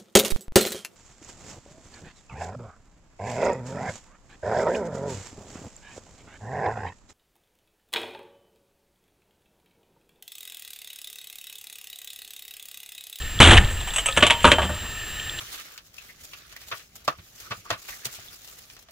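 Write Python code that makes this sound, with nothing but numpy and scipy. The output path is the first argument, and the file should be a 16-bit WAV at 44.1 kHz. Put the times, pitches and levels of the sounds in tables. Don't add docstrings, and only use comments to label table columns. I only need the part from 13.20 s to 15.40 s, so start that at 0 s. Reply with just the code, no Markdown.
import sys
import numpy as np
from scipy import signal
from scipy.fft import rfft, irfft
from scipy.io import wavfile
from scipy.ndimage import uniform_filter1d

SR = 44100
rng = np.random.default_rng(int(sys.argv[2]) if len(sys.argv) > 2 else 0)


def unload_wav(signal):
    wavfile.write(
        sys.argv[1],
        SR,
        np.round(np.clip(np.atleast_2d(signal).T, -1, 1) * 32767).astype(np.int16),
    )


def convert_level_to_amplitude(level_db):
    exponent = np.asarray(level_db, float) / 20
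    return 10 ** exponent


N = 97020
STAB_S = .2015
RISE_S = 0.00071

# time in seconds, pitch in Hz, level in dB.
SWING = [
    (.19, 75.5, -34),
    (.21, 78.2, -24),
    (.25, 78.9, -13.5),
    (.285, 83.2, -10),
    (.34, 98.2, -14.5),
    (.405, 88.6, -21),
    (.44, 97.4, -33),
    (.6, 86.7, -44),
]
# pitch in Hz, level in dB, time to fade by 60 dB in seconds.
BENCH = [(76.7, -5, 0.43), (148, -21, 0.11), (194, -9.5, 0.17)]
# frequency in Hz, level in dB.
FIZZ = [(4000, -53), (5000, -12.5), (6300, 4.5), (8000, 11), (9000, 6.5), (11000, -4), (15000, -50)]
# frequency in Hz, level in dB.
CONTACT = [(400, -10.5), (900, 0), (1800, -4.5), (2500, 2), (3200, 3), (3900, -6.5), (4600, -16.5),
           (6000, -27.5)]


def evened(x):
    return x / np.sqrt(np.mean(x ** 2) + 1e-20)


def along(table, column=1):
    rows = np.transpose(table)
    return np.interp(np.arange(N) / SR, rows[0], rows[column])


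def colour(x, points):
    f, db = np.transpose(points)
    hz = np.fft.rfftfreq(8192, 1 / SR)
    cepstrum = irfft(np.log(convert_level_to_amplitude(np.interp(np.log(hz + 1), np.log(f + 1), db, -70, -70))))
    fold = np.r_[1, 2 * np.ones(4095), 1, np.zeros(4095)]
    taps = irfft(np.exp(rfft(cepstrum * fold)))[:4096]
    return signal.oaconvolve(x, taps / np.linalg.norm(taps))[:N]


def resonate(x, hz, width):
    r = np.exp(-np.pi * abs(width) / SR)
    return 2 * signal.lfilter([1 - r], [1, -r * np.exp(2j * np.pi * hz / SR)], x + 0j).real


def ring(x, modes):
    t = np.arange(SR // 2) / SR
    taps = sum(convert_level_to_amplitude(db - 60 * t / t60) * np.sin(2 * np.pi * hz * t) for hz, db, t60 in modes)
    return signal.oaconvolve(x, taps / np.linalg.norm(taps))[:N]


def grains(spread_db=5):
    per_second = 4000
    hit, size, noise = rng.random(N), rng.exponential(1, N), rng.standard_normal((2, N))
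    impacts = (hit < per_second / SR) * convert_level_to_amplitude(spread_db * np.minimum(size, 4)) * np.sign(noise[0])
    return evened(impacts + 0.58 * noise[1])


def blow(s, db, t60, rise=RISE_S):
    crack_db, crack_t60 = 1.5, 0.0062
    t = np.maximum(np.arange(N) / SR - s, 0)
    return np.minimum(t / rise, 1) * convert_level_to_amplitude(db) * (convert_level_to_amplitude(-60 * t / t60) + convert_level_to_amplitude(crack_db - 60 * t / crack_t60))


def wobble(curve, hz, width):
    x = resonate(resonate(rng.standard_normal(N), hz, width), hz, width)
    return convert_level_to_amplitude(along(curve)) * x / np.sqrt(uniform_filter1d(x ** 2, size=3000) + 1e-12)


def plank(x):
    # pitch in Hz, level in dB, time to fade by 60 dB in seconds.
    modes = [(400, -5, .05), (620, -5, .055), (940, -3, .045), (1150, -5, .04), (1435, -8, .045),
             (1590, -6, .035), (260, -5, .05)]
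    # frequency in Hz, level in dB.
    body = [(120, -13), (250, 7), (900, 6.5), (1600, 11.5), (2600, -22)]
    longest_ring_s, body_db = .085, 4
    damped = [(hz, db, min(t60, longest_ring_s)) for hz, db, t60 in modes]
    return ring(x, damped) + convert_level_to_amplitude(body_db) * colour(x, body)


def background():
    # frequency in Hz, level in dB per Hz.
    hiss = [(18, -40), (30, 0.5), (1070, -9), (1820, -3.5), (2070, -7.5), (2880, -2), (5590, -14),
            (7400, -12), (13300, -21.5)]
    # middle in Hz, width in Hz, level in dB.
    whirr = [(1282, 37, -52), (1792, 73, -40.5), (2845, 230, -43), (3830, 240, -50.5), (15000, 2200, -47)]
    whine_hz = (7440.4, 14880.8, 15119.5)
    whine_db = (-42, -46.5, -57)
    hiss_db, flutter_db = -38.5, -1.5
    notch_hz, notch_width, notch_db = 13820, 750, -26
    t = np.arange(N) / SR
    out = convert_level_to_amplitude(hiss_db) * evened(colour(rng.standard_normal(N), hiss + [(15300, hiss[-1][1])]))
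    for hz, width, db in whirr:
        band = resonate(resonate(rng.standard_normal(N), hz, 2.0 * width), hz, 2.0 * width)
        slow = uniform_filter1d(rng.standard_normal(N), size=1500)
        flutter = evened(uniform_filter1d(slow, size=1500))
        out += convert_level_to_amplitude(db + flutter_db * flutter) * evened(band)
    out += (convert_level_to_amplitude(notch_db) - 1) * resonate(out, notch_hz, notch_width)
    for hz, db in zip(whine_hz, whine_db):
        out += np.sqrt(2) * convert_level_to_amplitude(db) * np.sin(2 * np.pi * hz * t)
    return out


def camera_shake():
    # time in seconds, level in dB.
    shake_curve = [
        (0, -30.5),
        (.19, -37),
        (.3, -14.5),
        (.35, -11),
        (.41, -12.5),
        (.5, -29),
        (.83, -37),
        (1.5, -43),
        (1.65, -39.5),
        (2.2, -46.5),
    ]
    return wobble(shake_curve, hz=26.2, width=51)


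def bench_tremble():
    # time in seconds, level in dB.
    hands = [
        [(0, -41.5), (.1, -41), (.19, -28)],
        [(.56, -31.5), (.8, -56.5), (.95, -39), (1., -26), (1.2, -44.5), (1.28, -18.5), (1.38, -45),
         (1.45, -31.5), (1.7, -45.5)],
    ]
    before, after = hands
    quiet = [(SWING[1][0], -60), (SWING[-3][0], -60)]
    return wobble(list(before) + quiet + list(after), hz=77, width=39.5)


def dry_ticks():
    # start in seconds, peak in dB, pitch in Hz.
    events = [(.020, -24, 3360), (.190, -14, 3400), (.446, -22, 3400), (.477, -25, 3400), (.605, -25, 3600),
              (.705, -23, 3400), (.924, -20, 3600), (1.548, -29, 8400), (1.996, -21, 3000),
              (2.095, -17, 3330), (2.187, -20, 3300)]
    t60, width = .03, 600
    noise, out = 1 + rng.standard_normal(N) * 2, 0
    for s, db, hz in events:
        tick = resonate(resonate(blow(s, 0, t60) * noise, hz, width), hz, 2 * width)
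        out = out + convert_level_to_amplitude(db) * tick / abs(tick).max()
    return out


def rattle():
    # time in seconds, level in dB.
    shaking = [
        (.201, -5),
        (.217, -11.5),
        (.25, -11.5),
        (.29, -12),
        (.315, -12.5),
        (.345, -14),
        (.368, -18.5),
        (.41, -30),
        (.56, -42.5),
    ]
    # frequency in Hz, level in dB.
    clatter = [(100, -4.5), (200, -8), (800, -13), (2000, -12.5), (3100, -12.5), (3800, -16), (4700, -35),
               (6500, -57)]
    # pitch in Hz, level in dB, time to fade by 60 dB in seconds.
    wood = [(419.4, 3, 0.21), (940, -3, 0.044)]
    fizz_db, plank_db, thud_db, wood_db = -12.5, -44, -9.5, -18
    t = np.arange(N) / SR
    start = np.clip((t - STAB_S) / 0.0013, 0, 1)
    end = np.clip((shaking[-1][0] + 0.103 - t) / 0.015, 0, 1)
    level = convert_level_to_amplitude(along(shaking)) * start * end
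    clumps = evened(uniform_filter1d(rng.standard_normal(N), size=250))
    drive = evened(grains(spread_db=4.5) * convert_level_to_amplitude(1.5 * clumps))
    loose = level * (evened(colour(drive, clatter)) + convert_level_to_amplitude(fizz_db) * evened(colour(drive, FIZZ)))
    shaken = level * drive
    body = convert_level_to_amplitude(plank_db) * plank(shaken) + convert_level_to_amplitude(thud_db) * ring(shaken, BENCH[1:])
    return loose + body + convert_level_to_amplitude(wood_db) * ring(shaken, wood)


def push():
    u = np.maximum(np.arange(N) / SR - STAB_S, 0) / 0.0025
    return convert_level_to_amplitude(-1) * u * (2 - u) * np.exp(.5 - u)


def bench_swing():
    t = np.arange(N) / SR
    start = np.clip((t - SWING[0][0]) / 0.032, 0, 1)
    end = np.clip((SWING[-1][0] + 0.056 - t) / .04, 0, 1)
    tone = np.sin(2 * np.pi * np.cumsum(along(SWING)) / SR + 2.9)
    return np.sqrt(2) * start * end * convert_level_to_amplitude(along(SWING, column=2)) * tone


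def jolts():
    # start in seconds, peak in dB, pitch in Hz, time to fade by 60 dB in seconds.
    events = [(0.205, -6.5, 1210, 0.023), (0.2045, -2, 3060, 0.012), (0.216, 1.5, 2910, 0.061),
              (0.218, -4, 2540, 0.036), (0.227, 0, 3310, 0.052), (0.238, -3, 2840, 0.034),
              (0.247, -3, 2950, .03), (.2517, -5, 3100, 0.023), (.258, -15, 2750, .03),
              (0.2728, -6.5, 3070, 0.064), (0.28, -14, 2680, 0.027), (0.292, -18, 3020, 0.043),
              (0.306, -4, 3240, 0.093), (0.3125, -6, 1790, 0.036), (.317, -15, 2310, 0.017),
              (0.3267, -9, 3150, 0.037), (0.333, -8, 3000, 0.023), (0.338, -4.5, 3040, 0.019),
              (0.3698, -5.5, 2640, 0.013), (0.3767, -5, 1900, 0.029), (0.3753, 1.5, 2960, 0.01),
              (0.3777, -16, 4000, 0.0088), (.382, -5.5, 1820, 0.018), (0.3854, -12, 2900, 0.021),
              (0.3877, -25, 1750, 0.018), (.409, -28, 2200, 0.035), (.434, -34, 2000, .04)]
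    sharpness, wide_db, rise_s = 6.5, -4.5, 0.001
    noise, out, wide = rng.standard_normal(N), np.zeros(N), np.zeros(N)
    t = np.arange(SR // 10) / SR
    for s, db, hz, t60 in events:
        first = round(s * SR)
        at = slice(first, first + len(t))
        burst = np.minimum(t / rise_s, 1) * convert_level_to_amplitude(-60 * t / t60) * noise[at]
        tone = resonate(resonate(burst, hz, hz / sharpness), hz, 2 * hz / sharpness)
        out[at] += convert_level_to_amplitude(db) * tone / abs(tone).max()
        wide[at] += convert_level_to_amplitude(db + wide_db) * burst / abs(burst).max()
    return out + colour(wide, CONTACT) + convert_level_to_amplitude(-17) * colour(wide, FIZZ)


def ticks():
    # start in seconds, peak in dB, pitch in Hz, time to fade by 60 dB in seconds, fizz in dB.
    events = [(0.503, -26, 3040, 0.25, -0.5), (0.61, -16, 2840, 0.054, -11),
              (0.672, -14.5, 2920, 0.16, -8.5), (.736, -16, 2630, 0.086, -1),
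              (0.76, -11, 2640, 0.091, -0.5), (0.782, -6.5, 2920, 0.11, -7.5), (.858, -9, 2500, 0.092, 0.5),
              (0.885, -11, 2430, 0.068, -13), (0.897, -34, 2480, 0.035, -6), (.91, -14, 3300, 0.055, -13),
              (0.965, -9, 1300, 0.046, -7.5), (0.972, -8, 2600, 0.084, -27)]
    # pitch in Hz, level in dB, time to fade by 60 dB in seconds.
    tip = [(6750, -6, .025), (8030, 0, .03), (8500, -7, .02), (9300, -3, .02), (10300, -1, .018),
           (11500, 3, .018)]
    tick_db, tone_db, tip_db, dry_db = -13.5, -0.5, -2.5, -16
    width, dry_above_hz, snap_within_s = 400, 3150, .2
    drive, hard, tone, fizz = grains(spread_db=-0.5), 0, 0, 0
    for s, db, hz, t60, fizz_db in events:
        hit = blow(s, db + tick_db, t60, rise=0.0012) * drive
        pitched = resonate(resonate(hit, hz, width), hz, 3 * width)
        is_dry = hz > dry_above_hz or s < STAB_S + snap_within_s
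        hard = hard + convert_level_to_amplitude(dry_db * is_dry) * hit
        tone = tone + pitched * np.sqrt(SR / width / 4)
        fizz = fizz + convert_level_to_amplitude(fizz_db) * hit
    bright = colour(fizz, FIZZ)
    return colour(hard, CONTACT) + convert_level_to_amplitude(tone_db) * tone + convert_level_to_amplitude(-7.5) * bright + convert_level_to_amplitude(tip_db) * ring(bright, tip)


def clear_rings():
    # start in seconds, pitch in Hz, level in dB, time to fade by 60 dB in seconds.
    events = [
        (.8845, 1280, -20, .09),
        (.886, 538, -26, .11),
        (.8835, 2430, -21, .05),
        (.872, 1290, -29, .1),
        (.975, 1710, -15, .08),
        (1.028, 615, -12, .13),
        (1.105, 935, -19, .2),
        (1.383, 620, -18, .16),
        (1.383, 920, -17, .12),
    ]
    rise_s = .003
    out, t = np.zeros(N), np.arange(SR // 4) / SR
    for s, hz, db, t60 in events:
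        tone = np.minimum(t / rise_s, 1) * convert_level_to_amplitude(db - 60 * t / t60) * np.sin(2 * np.pi * hz * t)
        out[round(s * SR):][:len(t)] += tone
    return out


def squeaks():
    # start in seconds, length in seconds, first pitch in Hz, last pitch in Hz, level in dB.
    slides = [
        (.915, .065, 9300, 8450, -42),
        (.9, .07, 8300, 7800, -46),
        (.945, .075, 9900, 8600, -45),
    ]
    rough_hz = 900 * uniform_filter1d(2 * rng.standard_normal(N), size=100)
    out = 0
    for s, length, from_hz, to_hz, db in slides:
        u = np.clip((np.arange(N) / SR - s) / length, 0, 1)
        hz = from_hz + (to_hz - from_hz) * u + rough_hz
        out = out + convert_level_to_amplitude(db) * np.sin(np.pi * u) * np.sin(2 * np.pi * np.cumsum(hz) / SR)
    return out


def knocks():
    # start in seconds, peak in dB, time to fade by 60 dB in seconds, wood ring in dB, fizz in dB.
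    events = [(0.973, -6.5, 0.12, -1, -5.5), (1.006, -8.5, 0.048, -14, -15), (1.0242, 5, 0.1, -4, -22.5),
              (1.032, -5.5, 0.18, -26, -17), (1.066, -0.5, 0.064, -41, -6), (1.099, -3, 0.18, -47, -16.5),
              (1.106, 2.5, 0.046, -17, -13), (1.204, -21, .25, -11.5, -15), (1.228, -23.5, .2, -31, 0.5),
              (1.2429, -1, 0.14, 2.5, -25), (1.25, -4.5, 0.12, -8, -14), (1.267, -25, 0.36, -6, 2.5),
              (1.277, -19, 0.22, 6.5, -8), (1.311, -12, 0.079, -8, -11), (1.3164, 5.5, 0.064, -10.5, -17),
              (1.327, -7.5, 0.082, -5, -34), (1.341, -29, 0.068, 13, -32), (1.383, -12.5, 0.095, 6.5, -15),
              (1.416, -12, 0.12, -18, -16), (1.428, -30, 0.076, 6, -18), (1.439, -20.5, 0.13, -19, -6),
              (1.452, -27.5, 0.042, 5.5, -20), (1.488, -23, 0.091, 0, -2), (1.502, -35, 0.076, -4.5, -23),
              (1.521, -36, 0.16, -2, -18), (1.548, -36, 0.11, -6, 3), (1.571, -38, 0.066, 0, -20),
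              (1.628, -42, 0.27, 3.5, -10), (1.65, -49, 0.13, -1, -20)]
    # pitch in Hz, level in dB, time to fade by 60 dB in seconds.
    blade = [(3085, 8, 0.4), (3108, 8.6, 0.61), (3380, 2, 0.25)]
    free_s, settle_s = 1.2, 1.4
    knock_db, thud_db, blade_db, lever_thud_db, free_blade_db = -13, -4, -14, -10, 1
    settle_rise_s, settle_hz = 0.0055, 1020
    drive, hard, wood, fizz, thud, steel = grains(), 0, 0, 0, 0, 0
    dull = evened(resonate(drive, 0, 2 * settle_hz))
    for s, db, t60, wood_db, fizz_db in events:
        soft = s > settle_s
        shape = blow(s, db + knock_db, t60, settle_rise_s if soft else RISE_S)
        hit = shape * drive
        body = convert_level_to_amplitude(wood_db) * shape * (dull if soft else drive)
        hard = hard + hit
        wood = wood + body
        fizz = fizz + convert_level_to_amplitude(fizz_db) * hit
        thud = thud + convert_level_to_amplitude(lever_thud_db * (s < free_s)) * body
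        steel = steel + convert_level_to_amplitude(free_blade_db * (s > free_s)) * hit
    low = plank(wood) + convert_level_to_amplitude(thud_db) * ring(thud, BENCH)
    return colour(hard, CONTACT) + convert_level_to_amplitude(blade_db) * ring(steel, blade) + colour(fizz, FIZZ) + low


def room(x):
    tail_db, t60, top_hz = -9.5, 0.27, 1100
    noise = rng.standard_normal(SR // 2)
    t = np.arange(len(noise)) / SR
    dull = signal.lfilter(*signal.butter(2, [150, top_hz], "band", fs=SR), noise)
    tail = dull * convert_level_to_amplitude(-60 * t / t60) * (t > .008)
    return convert_level_to_amplitude(tail_db) * signal.oaconvolve(x, tail / np.linalg.norm(tail) / 4)[:N]


def scene():
    hits = rattle() + push() + bench_swing() + jolts() + ticks() + clear_rings() + knocks()
    rest = background() + camera_shake() + bench_tremble() + dry_ticks() + squeaks()
    return np.tile(hits + rest + room(hits), (2, 1))


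def top_cut(x):
    return signal.sosfilt(signal.butter(12, 15680, fs=SR, output="sos"), x)


def record(dry):
    mono_hz, hiss_db, edge_hz = 150, -55, 15110
    clipped = np.clip(dry, -1, 1)
    stereo = np.array([np.roll(clipped[0], 1), clipped[1]])
    side = (stereo[0] - stereo[1]) / 2
    stereo = stereo - np.outer([1, -1], resonate(side, 0, 2 * mono_hz) / 2)
    stereo = stereo + convert_level_to_amplitude(hiss_db) * np.diff(rng.standard_normal((2, N + 1)))
    lowpass = signal.firwin(1023, edge_hz, window=("kaiser", 9), fs=SR)
    return top_cut(signal.oaconvolve(stereo, lowpass[None], "same"))


dry = scene()
out = record(dry)
unload_wav(out)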